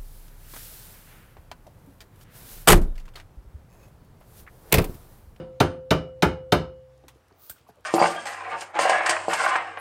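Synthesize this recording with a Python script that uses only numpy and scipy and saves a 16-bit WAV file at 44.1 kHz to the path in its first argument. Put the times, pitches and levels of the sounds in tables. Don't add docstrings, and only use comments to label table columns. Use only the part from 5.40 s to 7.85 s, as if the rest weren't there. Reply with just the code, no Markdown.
import sys
import numpy as np
from scipy import signal
from scipy.fft import rfft, irfft
from scipy.io import wavfile
from scipy.ndimage import uniform_filter1d

SR = 44100
rng = np.random.default_rng(int(sys.argv[2]) if len(sys.argv) > 2 else 0)


def master(y):
    cut = np.clip(np.atleast_2d(y).T, -1, 1)
    pcm = np.round(cut * 32767)
    wavfile.write(sys.argv[1], SR, pcm.astype(np.int16))


def to_linear_factor(level_db):
    exponent = np.asarray(level_db, float) / 20
    return 10 ** exponent


N = 108045
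FLOOR_TOP_HZ = 15900


def read(points, hz):
    f, value = np.transpose(points)
    return np.interp(np.log(hz + 1), np.log(f + 1), value)


def evened(x):
    return x / np.sqrt(np.mean(x ** 2) + 1e-20)


def add(mix, s, sound):
    at = round(s * SR)
    part, rest = mix[max(at, 0):], sound[max(-at, 0):]
    n = min(len(part), len(rest))
    part[:n] += rest[:n]


def colour(x, gain):
    return irfft(rfft(x) * gain(np.fft.rfftfreq(len(x), 1 / SR)), len(x))


def bell(hz, octaves):
    return lambda f: np.exp(-(np.log2((f + 1) / hz) / octaves) ** 2)


def held(x, after_s, t60):
    return x * to_linear_factor(-60 * np.maximum(np.arange(len(x)) / SR - after_s, 0) / t60)


# (frequency [Hz], level [dB])
FLOOR = [(30, -12), (70, 16.5), (130, -3), (220, -1.5), (600, 0.5), (1500, -7.5), (2800, -14.5),
         (15500, -27.5)]
FLOOR_DB, PATCH_DB = -62.5, 1.5


def floor():
    frames, hz = N // 256 + 5, np.fft.rfftfreq(1024, 1 / SR)
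    a, b, patches = rng.standard_normal((frames, 513, 3)).T
    patches = evened(uniform_filter1d(uniform_filter1d(patches, 12, 0), 10, 1))
    gain = to_linear_factor(read(FLOOR, hz)[:, None] + PATCH_DB * patches)
    z = (a + 1j * b) * gain * (hz < FLOOR_TOP_HZ)[:, None]
    return to_linear_factor(FLOOR_DB) * evened(signal.istft(z, nperseg=1024, noverlap=768)[1][:N])


def ducking(loud):
    recover_db_s, knee_db, db_per_db = 90, -48, 0.25
    power_db = 10 * np.log10(abs(uniform_filter1d(loud ** 2, 400)) + 1e-12)
    fall = np.arange(N) * recover_db_s / SR
    held_peak_db = np.maximum.accumulate(power_db + fall) - fall
    return to_linear_factor(-db_per_db * np.maximum(held_peak_db - knee_db, 0))


# (time [s], length [s], level [dB], centre [Hz], width [octaves])
RUSTLES = [
    (1.721, 0.084, -72, 3100, 2),
    (2.13, .12, -65.5, 2300, 1.8),
    (2.263, 0.056, -68, 11400, 0.13),
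    (2.268, 0.051, -66.5, 4500, 0.99),
    (2.266, 0.045, -72, 14500, .1),
]


def rustles():
    out = np.zeros(N)
    for s, length, db, hz, octaves in RUSTLES:
        folds = to_linear_factor(3.9 * rng.standard_normal(64).repeat(128))
        x = colour(rng.standard_normal(8192) * folds, bell(hz, octaves))
        n = round(length * SR)
        add(out, s, to_linear_factor(db) * evened(x)[:n] * np.hanning(n))
    return out


# (time [s], level [dB])
SCRAPE = [
    (1.899, -99.5),
    (1.95, -83),
    (2.0, -56.5),
    (2.023, -49),
    (2.09, -49),
    (2.11, -57),
    (2.17, -69),
    (2.3, -100),
]
# (frequency [Hz], level [dB])
SCRAPE_COLOUR = [(900, -21.5), (1150, -5.5), (1900, -28), (4000, -11), (7000, -15.5), (11000, -18),
                 (14000, -15), (15800, -3)]
# (frequency [Hz], width [Hz], level [dB])
SCRAPE_RINGS = [(1200, 51, 4), (8800, 600, 1), (10760, 600, 8), (12600, 580, 11.5), (13900, 700, 7.5),
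                (14700, 700, 10)]
GRAINS_PER_S, GRAIN_DB = 26000, 3


def scrape():
    grains = to_linear_factor(GRAIN_DB * rng.exponential(1, N)) * rng.standard_normal(N)
    grains = grains * (rng.random(N) < GRAINS_PER_S / SR)

    def metal(f):
        rings = sum(db * np.exp(-((f - hz) / width) ** 2) for hz, width, db in SCRAPE_RINGS)
        return to_linear_factor(read(SCRAPE_COLOUR, f) + rings) * (f > 700)

    t, db = np.transpose(SCRAPE)
    return evened(colour(grains, metal)) * to_linear_factor(np.interp(np.arange(N) / SR, t, db, left=-120))


# (time [s], level [dB], centre [Hz], width [octaves], t60 [s])
KNOCKS = [(1.636, -52.5, 356, 1.08, 0.11), (1.665, -58.5, 280, 0.27, 0.14), (1.681, -51, 870, 2.4, 0.13),
          (1.758, -57, 403, 0.36, 0.041), (1.897, -67.5, 1300, 0.26, 0.12),
          (1.908, -60.5, 802, 0.84, 0.088), (1.915, -57.5, 330, 0.31, 0.068),
          (1.918, -63.5, 102, 0.68, 0.059), (2.098, -53, 706, 0.71, 0.015),
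          (2.098, -50.5, 1500, 0.17, 0.091), (2.112, -54.5, 1580, 0.088, 0.049),
          (2.103, -49, 58.7, 1.3, 0.025), (2.160, -61, 1330, 0.28, 0.14), (2.206, -58.5, 106.8, 0.15, 0.07),
          (2.267, -60, 1060, 0.14, 0.089), (2.286, -50, 746, 0.31, 0.13), (2.289, -63.5, 1480, 0.37, 0.22),
          (2.292, -56, 420, 0.11, 0.089), (2.291, -55.5, 145, 0.89, 0.16), (2.368, -61.5, 523, 0.22, 0.098),
          (2.385, -58, 490, 0.18, 0.12), (2.443, -60, 690, 1.4, 0.048)]
# (time [s], level [dB], centre [Hz], width [octaves], t60 [s])
TICKS = [(1.577, -72, 5870, 0.95, 0.032), (1.638, -74, 3530, 0.46, 0.026), (1.682, -50.5, 4670, 3, 0.1),
         (1.883, -70, 6960, 1.5, 0.023), (1.925, -71, 4300, 0.49, 0.022), (2.097, -37.5, 13700, 0.25, 0.11),
         (2.097, -44.5, 8500, 0.24, 0.15), (2.096, -46, 3930, 2.2, 0.16), (2.357, -73.5, 6960, 1.2, 0.011),
         (2.408, -74, 8000, 1.2, 0.017), (2.444, -64, 4950, 1.04, .04)]


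def knocks():
    out, t = np.zeros(N), np.arange(8192) / SR
    for s, db, hz, octaves, t60 in KNOCKS + TICKS:
        x = colour(rng.standard_normal(len(t)), bell(hz, octaves))
        decay = to_linear_factor(-60 * t / (0.53 * t60)) + 0.23 * to_linear_factor(-60 * t / (1.6 * t60))
        x = x * (1 - np.exp(-t * hz / 0.66)) * decay
        add(out, s, to_linear_factor(db) * x / np.sqrt(np.mean(x[:440] ** 2)))
    return out


# (frequency [Hz], t60 [s])
ROOM = [(50, 0.87), (200, 0.41), (800, 0.36), (2500, 0.28), (7000, 0.23), (16000, 0.11)]
# (frequency [Hz], level [dB])
ROOM_COLOUR = [(50, -1.5), (1500, 3.5), (16000, 6.5)]
ROOM_DB = -11.5


def room(x):
    taps = np.zeros(SR)
    at = np.arange(200, SR - 20, 20)
    taps[at + rng.integers(0, 20, len(at))] = rng.choice([-1., 1.], len(at))
    hz, t, z = signal.stft(taps, SR, nperseg=512)
    decay_db = read(ROOM_COLOUR, hz)[:, None] - 60 * t / read(ROOM, hz)[:, None]
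    tail = signal.istft(z * to_linear_factor(decay_db), SR, nperseg=512)[1]
    tail[:200] = 0
    return signal.fftconvolve(x, tail / np.linalg.norm(tail))


# (frequency [Hz], delay [s])
LAG = [(100, .003), (700, .003), (1500, .0013), (3000, .0002)]


def ring(hz, db, t60, rise, phase, length):
    t = np.arange(round(length * SR))[:, None] / SR
    t = np.maximum(t - read(LAG, hz), 0).astype(np.float32)
    hz, db, t60, rise, phase = (np.float32(v) for v in (hz, db, t60, rise, phase))
    shape = (1 - np.exp(-t / rise)) * np.exp(-np.float32(np.log(1000)) * t / t60)
    return (shape * np.sin(np.float32(2 * np.pi) * hz * t + phase)) @ np.float32(to_linear_factor(db))


# (frequency [Hz], rise time [s])
RISE = [(60, 0.0077), (400, 0.0034), (1500, 0.0019), (5000, 0.0014), (16000, 0.0052)]


def named(hz, db, t60, vary_db, length):
    chance = rng.standard_normal((len(hz), 2))
    x = ring(hz, db + vary_db * chance[:, 0], t60, read(RISE, hz), chance[:, 1] / 4, length)
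    return x * np.minimum(np.linspace(4, 0, len(x)), 1)


# (frequency [Hz], level [dB])
SHEET = [(40, 0), (125, -3), (400, -2.5), (1330, -12), (2100, -16.5), (3700, -18.5), (7400, -33.5),
         (14500, -40), (16700, -54)]
# (frequency [Hz], width [Hz], level [dB])
GAPS = [(207, 27, -5), (528, 17, -1), (820, 70, -2), (1097, 29, -6.5), (1604, 72, -3.5), (1867, 100, -9),
        (2080, 200, -3), (2561, 96, -9.5), (3360, 120, -7), (4700, 130, -4.5)]


def sheet_db(hz, tilt):
    gaps = sum(db * np.exp(-((hz - f) / width) ** 2) for f, width, db in GAPS)
    return read(SHEET, hz) + gaps + tilt * np.log2((hz + 1) / 500)


# (frequency [Hz], t60 [s])
SHEET_T60 = [(50, 0.55), (150, 0.34), (500, 0.14), (1500, 0.16), (4000, 0.056), (9000, 0.058),
             (16000, 0.078)]


def clatter(tilt):
    t, noise, out = np.arange(8192) / SR, rng.standard_normal(8192), 0
    for hz in np.geomspace(125, 16000, 22):
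        late = np.maximum(t - read(LAG, hz), 0)
        shape = (1 - np.exp(-late / read(RISE, hz))) * to_linear_factor(-60 * late / read(SHEET_T60, hz))
        band = colour(noise, lambda f: bell(hz, 1 / 3)(f) * to_linear_factor(sheet_db(f, tilt)))
        out = out + shape * band
    return out / np.sqrt(np.mean(out[:1300] ** 2))


def sheet(hz, own_db, phase, tilt):
    vary_db, clatter_db = 4, 0.5
    chance = rng.standard_normal((len(hz), 2))
    spacing_db = 10 * np.log10(np.gradient(hz))
    db = sheet_db(hz, tilt) + spacing_db + own_db + vary_db * chance[:, 0]
    x = ring(hz, db, read(SHEET_T60, hz), read(RISE, hz), phase + 0.8 * chance[:, 1], 8192 / SR)
    x = x / np.sqrt(np.mean(x[:1300] ** 2)) + to_linear_factor(clatter_db) * clatter(tilt)
    return x * np.hanning(2 * len(x))[len(x):] ** 0.5


def crack():
    level_db, centre_hz, octaves, t60 = -20.5, 10200, 0.35, 0.013
    t = np.arange(2048) / SR
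    x = evened(colour(rng.standard_normal(len(t)), bell(centre_hz, octaves)))
    return x * np.minimum(t / 0.0027, 1) * to_linear_factor(level_db - 60 * t / t60)


# (frequency [Hz], level [dB], t60 [s], change with struck spot [dB per unit])
HIGH = [(2977, -14, .3, 5), (1316, -1, .2, 1), (1523, -4, .27, -2), (2309, -11, .18, 0), (2393, -7, .15, 1),
        (2919, -7.5, .39, 6), (3092, -3, .22, 3), (3626, 4, .07, 2), (4600, -14, .18, -1),
        (4880, -10, .26, 2), (5286, -16, .29, 5), (5846, -12, .15, 2), (8678, -24, .29, -9),
        (9577, -19, .25, -1)]
HIGH_DB, STEEL_S = -33, 0.5
TWIN_HZ, TWIN_DB = 18, -12


def steel(spot):
    hz, db, t60, by_spot = np.transpose(HIGH)
    db = HIGH_DB + db + spot * by_spot
    twin_hz = hz + TWIN_HZ * rng.standard_normal(len(hz))
    twins = named(twin_hz, db + TWIN_DB, t60, 2, STEEL_S)
    return twins + named(hz, db, t60, 1, STEEL_S)


# (time [s], strength [dB], brightness [dB per octave], bar ring [dB], joist boom [dB])
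BLOWS = [
    (-.105, -14, 1, -39, 1),
    (.201, -12, 1.47, -36, 0.5),
    (0.506, -13, 1.34, -38, 1.5),
    (0.822, -11.5, 1.39, -36.5, -1.5),
    (1.120, -13, 1.97, -37, 3),
]
SPOTS = [-.5, -1, .9, .5, .9]
# (frequency [Hz], level [dB], t60 [s])
BODY = [(78.27, -13.5, 0.5), (125.4, 8.5, 0.08), (151.2, -4, 0.19), (162.5, -1, 0.3), (275.2, -1, 0.16),
        (354.5, -10.5, 0.35), (381.6, -5.5, 0.16), (420, -14.5, 0.36), (445, -9.5, .17), (593.4, -3, 0.18),
        (665, -15, 0.28), (713, 1.5, 0.078), (816, -19.5, 0.095), (296.7, -4, 0.23)]
# (frequency [Hz], level [dB], t60 [s])
PANEL = [(897, -3, .17), (1012, 1, .15), (1135, -4, .14), (1174, -2, .21), (1200, -2, .18), (1448, -8, .12),
         (965, 0, .14), (2790, -6, .08), (3138, 2, .05), (3709, -14, .22), (3880, 6, .04), (4226, -6, .12),
         (4457, -12, .18), (5150, 0, .04)]
# (frequency [Hz], level [dB], t60 [s])
BAR = [(519.1, -1, 1.64)]
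# (frequency [Hz], level [dB], t60 [s])
DUCT = [(62.8, -4.5, 12), (130, 3, 2.7)]
BODY_DB, PANEL_DB, DUCT_DB = -4, -17.5, -51.5
GRIP_S, GRIP_T60 = 1.21, 2.65
DUCT_STOP_S, DUCT_STOP_T60 = 1.76, 0.096


def hammer():
    out = np.zeros(N)
    hz = np.sort(16700 * rng.random(520) ** 1.8 + 40)
    own_db, phase = 1.5 * rng.standard_normal(len(hz)), 2 * np.pi * rng.random(len(hz))
    for k, (s, db, tilt, bar_db, boom_db) in enumerate(BLOWS):
        hit = to_linear_factor(db - 6.5) * sheet(hz, own_db, phase, tilt)
        add(out, s, hit)
        add(out, s, to_linear_factor(ROOM_DB) * room(hit))
        add(out, s, to_linear_factor(db + BODY_DB + boom_db) * named(*np.transpose(BODY), 1.5, 0.45))
        add(out, s, to_linear_factor(db) * crack())
        add(out, s, steel(SPOTS[k]))
        add(out, s, to_linear_factor(db + PANEL_DB) * named(*np.transpose(PANEL), 2.5, STEEL_S))
        bar = to_linear_factor(bar_db + 7) * named(*np.transpose(BAR), 0, 1)
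        duct = to_linear_factor(DUCT_DB) * named(*np.transpose(DUCT), 0.74, 1)
        if k + 1 < len(BLOWS):
            add(out, s, held(bar + duct, BLOWS[k + 1][0] - s, 0.13))
        else:
            add(out, s, held(bar, GRIP_S - s, GRIP_T60))
            add(out, s, held(duct, DUCT_STOP_S - s, DUCT_STOP_T60))
    return out


def scene():
    blows = hammer()
    return (blows + knocks() + rustles() + scrape() + floor() * ducking(blows))[None]


def band_limit(x):
    return signal.sosfilt(signal.butter(12, 16870, fs=SR, output="sos"), x)


def record(dry):
    low_cut_hz, edge_hz, limit, top_gate_db = 48, 16600, 0.87, -55
    x = signal.sosfilt(signal.butter(4, low_cut_hz, "high", fs=SR, output="sos"), dry)
    x = limit * np.tanh(x / limit)

    def below(hz):
        return signal.oaconvolve(x, signal.firwin(511, hz, window=("kaiser", 8), fs=SR)[None], "same")

    low = below(FLOOR_TOP_HZ)
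    top = below(edge_hz) - low
    is_open = uniform_filter1d(abs(top), 200) > to_linear_factor(top_gate_db)
    gate = uniform_filter1d(1. * is_open, 100)
    return band_limit(low + gate * top)


dry = scene()
out = record(dry)
master(out)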